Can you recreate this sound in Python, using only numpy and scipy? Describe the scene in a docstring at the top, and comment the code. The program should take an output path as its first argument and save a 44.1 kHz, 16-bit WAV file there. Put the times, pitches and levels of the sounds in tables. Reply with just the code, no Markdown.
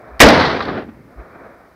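"""One rifle shot on an outdoor range, close to a small microphone that it drives into hard clipping.
First a far hillside still returns an earlier shot as a dull wash and a low thump. At 0.2 s the action
ticks and the muzzle blast cracks and booms. Earth banks scatter it for half a second over a low roll;
meanwhile the bolt slams shut, then single rocks and slopes answer. From 1.1 s the hillside returns
this shot's wash and thump."""
import sys
import numpy as np
from scipy import signal
from scipy.fft import rfft, irfft, next_fast_len
from scipy.io import wavfile
from scipy.ndimage import map_coordinates

SR = 44100
rng = np.random.default_rng(int(sys.argv[2]) if len(sys.argv) > 2 else 0)


def store_wav(level_fs):
    """Save 16-bit WAV to argv[1]."""
    pcm = np.round(np.clip(np.atleast_2d(level_fs), -1, 1) * 32767)
    wavfile.write(sys.argv[1], SR, pcm.T.astype(np.int16))


N = 77175
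TIME_S = np.arange(N) / SR
FFT_SIZE = next_fast_len(N + SR // 4)
FREQ_HZ = np.fft.rfftfreq(FFT_SIZE, 1 / SR)
SHOT_S = 0.2025

# Open-air background: freq_hz, level_db
AIR_SPECTRUM = [(20, 2), (60, 17), (300, 11), (1500, 1.5), (3000, -9.5), (5000, -8), (7000, -16),
                (15000, -14)]
# Washes off the far hillside: centre_s, level_db, half_width_s
HILL_WASHES = [(.02, -41, 0.12), (.15, -40.5, .06), (1.125, -49.5, 0.042), (1.22, -41, 0.041),
               (1.36, -40, 0.079), (1.455, -38.5, .035), (1.55, -44, 0.079), (1.7, -49.5, 0.068)]
# Hillside wash: freq_hz, level_db
HILL_SPECTRUM = [(25, -29.5), (70, -9.5), (120, -8.5), (160, -12), (260, -3.5), (480, -4.5), (690, -1.5),
                 (850, -10), (1200, -7), (1800, -12), (2000, -17), (2350, -17.5), (2800, -40.5),
                 (4000, -38), (6500, -59.5), (15000, -82)]
# Low thumps: the hillside returning an earlier shot, then the blast's push and its returns: centre_s, level_db,
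# half_width_s, pitch_hz
BASS_THUMPS = [(.145, -35, .025, 59.9), (.238, -7, 0.017, 57.25), (.377, -5, 0.0017, 192),
               (0.403, -18, 0.018, 88), (.894, -27, 0.006, 228), (1.197, -28, 0.016, 55)]
# Action tick: freq_hz, level_db
TICK_SPECTRUM = [(200, -16), (1200, -6), (2500, 4), (3800, -8.5), (5000, -1.5), (6500, -21), (10000, -17.5),
                 (15000, -22.5)]
# Muzzle crack: freq_hz, level_db
CRACK_SPECTRUM = [(40, -14), (200, -5.5), (500, -0.5), (900, -1.5), (1400, -5), (1950, 1), (2700, -9.5),
                  (4500, -18), (6500, -27), (9000, -40), (15000, -50)]
# Muzzle boom: freq_hz, level_db
BOOM_SPECTRUM = [(20, -39), (36, -26), (55, -2), (130, -10.5), (270, 2), (420, -5.5), (650, 0.5),
                 (1100, -16), (2200, -19), (5000, -24), (7000, -48), (15000, -71.5)]
# Earth-bank scatter: freq_hz, level_db
BANK_SPECTRUM = [(20, -49), (40, -28), (75, -8), (130, -2), (330, 1.5), (700, 1.5), (1300, -3.5),
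                 (2050, -5.5), (2650, -15), (4100, -14), (5200, -19), (6300, -30.5), (7400, -46.5),
                 (9000, -41), (15000, -53)]
# Valley rumble: freq_hz, level_db
ROLL_SPECTRUM = [(20, -28), (55, -10), (150, -5.5), (290, -6), (450, -12.5), (900, -22.5), (2200, -26),
                 (3200, -48), (15000, -84)]
# Closing bolt: freq_hz, level_db
BOLT_SPECTRUM = [(200, -22), (1200, -7.5), (2500, 2), (4000, -1.5), (5600, 2.5), (7000, -18.5),
                 (11000, -26.5), (13500, -17), (15500, -22)]
# Slaps off near rocks: start_s, level_db, t60_s, tilt_db_per_octave
ROCK_SLAPS = [(.3635, -26, 0.032, 2), (0.39, -16, 0.42, 2.5), (0.45, -17.5, 0.14, 6),
              (0.497, -18, 0.18, -0.5), (.565, -18.5, 0.03, 2.5), (0.6043, -13, 0.051, -2),
              (.622, -22, 0.066, 5.5), (0.651, -23, 0.029, 8.5), (0.682, -19, 0.081, -4.5)]
# Rock slap before tilt: freq_hz, level_db
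ROCK_SPECTRUM = [(100, -41), (500, -18), (1200, 16), (2000, 5), (2700, -2.5), (4300, 2), (5600, -21),
                 (7200, -41), (15000, -64)]
# Echoes off earth slopes: centre_s, level_db, half_width_s
SLOPE_ECHOES = [(.376, -20.5, 0.011), (.415, -12, 0.004), (.55, -18, 0.0046), (.695, -22.5, 0.016),
                (.735, -26, 0.053), (.78, -22.5, 0.02), (.82, -31, 0.016), (.894, -38, 0.0073)]
# Slope echo: freq_hz, level_db
SLOPE_SPECTRUM = [(30, -43.5), (100, -9.5), (280, 2.5), (480, -2.5), (750, -5.5), (950, -15), (1500, -10.5),
                  (2500, -23), (4500, -34), (7000, -65.5), (15000, -67)]


def gain(level_db):
    """Decibels to amplitude."""
    return 10 ** (level_db / 20)


def noise(spectrum):
    """Noise of rms 1, spectrum interpolated over log frequency."""
    freq_hz, level_db = np.transpose(spectrum)
    shape_db = np.interp(np.log(FREQ_HZ + 1), np.log(freq_hz + 1), level_db)
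    white = rng.standard_normal(FFT_SIZE)
    shaped = irfft(rfft(white) * gain(shape_db), FFT_SIZE)[:N]
    return shaped / np.sqrt(np.mean(shaped ** 2))


def burst(start_s, level_db, t60_s, rise_s):
    """Envelope: quick rise, exponential decay."""
    age_s = np.maximum(TIME_S - start_s, 0)
    return (1 - np.exp(-age_s / rise_s)) * gain(level_db - 60 * age_s / t60_s)


def swell(centre_s, level_db, half_width_s):
    """Gaussian envelope."""
    return gain(level_db) * np.exp(-0.5 * ((TIME_S - centre_s) / half_width_s) ** 2)


def swells(rows):
    """Envelope of unrelated swells, summed in power."""
    return np.sqrt(sum(swell(*row) ** 2 for row in rows))


def flicker(rate_hz, depth_db):
    """Smooth random gain."""
    knots = rng.standard_normal(N // 10)
    return gain(depth_db * map_coordinates(knots, [TIME_S * rate_hz]))


def open_air():
    """Quiet, steady background."""
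    return gain(level_db=-55.5) * noise(AIR_SPECTRUM)


def hillside():
    """Far echoes, treble lost on the way."""
    return swells(HILL_WASHES) * flicker(rate_hz=56, depth_db=1.17) * noise(HILL_SPECTRUM)


def thumps():
    """Pressure waves of a few low cycles each."""
    return sum(swell(centre_s, level_db, half_width_s) * np.sin(2 * np.pi * pitch_hz * (centre_s - TIME_S))
               for centre_s, level_db, half_width_s, pitch_hz in BASS_THUMPS)


def action_tick():
    """The action ticks just ahead of the blast."""
    return burst(start_s=0.195, level_db=-17, t60_s=0.03, rise_s=0.0005) * noise(TICK_SPECTRUM)


def muzzle_blast():
    """Sharp crack, slower boom behind it."""
    crack = burst(SHOT_S, level_db=18.5, t60_s=0.1, rise_s=0.0022) * noise(CRACK_SPECTRUM)
    boom = burst(SHOT_S, level_db=9, t60_s=0.3, rise_s=0.012) * noise(BOOM_SPECTRUM)
    return crack + boom


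def bank_scatter(air_db_per_s_khz2=0.25, end_s=0.793, end_db_per_s=197):
    """Dense, uneven scatter; dulls with path length, dies where the banks end."""
    freq_hz, frame_s, frames = signal.stft(noise(BANK_SPECTRUM), SR, nperseg=256)
    freq_khz = freq_hz[:, None] / 1000
    air_loss_db = air_db_per_s_khz2 * freq_khz ** 2 * np.maximum(frame_s - SHOT_S, 0)
    end_loss_db = end_db_per_s * np.maximum(frame_s - end_s, 0)
    _, scatter = signal.istft(frames * gain(-air_loss_db - end_loss_db), SR, nperseg=256)
    envelope = burst(SHOT_S, level_db=-1, t60_s=0.98, rise_s=0.015)
    return envelope * flicker(rate_hz=220, depth_db=1) * scatter[:N]


def valley_roll():
    """Low rumble lingering in the valley."""
    return burst(SHOT_S, level_db=-15.5, t60_s=1.706, rise_s=0.08) * noise(ROLL_SPECTRUM)


def bolt_slam():
    """The bolt shuts on the next round."""
    return burst(start_s=0.2865, level_db=-7, t60_s=0.035, rise_s=0.0005) * noise(BOLT_SPECTRUM)


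def rock_slaps(pivot_hz=1500):
    """Sharp reflections, brighter or duller with each rock face."""
    slaps = np.zeros(N)
    for start_s, level_db, t60_s, tilt_db_per_octave in ROCK_SLAPS:
        tilted = [(hz, db + tilt_db_per_octave * np.log2(hz / pivot_hz)) for hz, db in ROCK_SPECTRUM]
        slaps += burst(start_s, level_db, t60_s, rise_s=0.0018) * noise(tilted)
    return slaps


def slope_echoes():
    """Dull, rounded returns off earth slopes."""
    return swells(SLOPE_ECHOES) * noise(SLOPE_SPECTRUM)


def scene():
    """Shot and echoes over open air, mono."""
    rifle = action_tick() + muzzle_blast() + bolt_slam()
    echoes = bank_scatter() + rock_slaps() + slope_echoes() + valley_roll() + hillside()
    return (rifle + echoes + thumps() + open_air())[None]


def record(dry, ceiling=0.9, hardness=12, cutoff_hz=15750, edge_hz=500):
    """The overloaded input flattens the peaks; a low-pass follows."""
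    clipped = dry / (1 + np.abs(dry / ceiling) ** hardness) ** (1 / hardness)
    passband = np.clip(0.5 + (cutoff_hz - FREQ_HZ) / edge_hz, 0, 1)
    return irfft(rfft(clipped, FFT_SIZE) * passband, FFT_SIZE)[..., :N]


dry = scene()
out = record(dry)
store_wav(out)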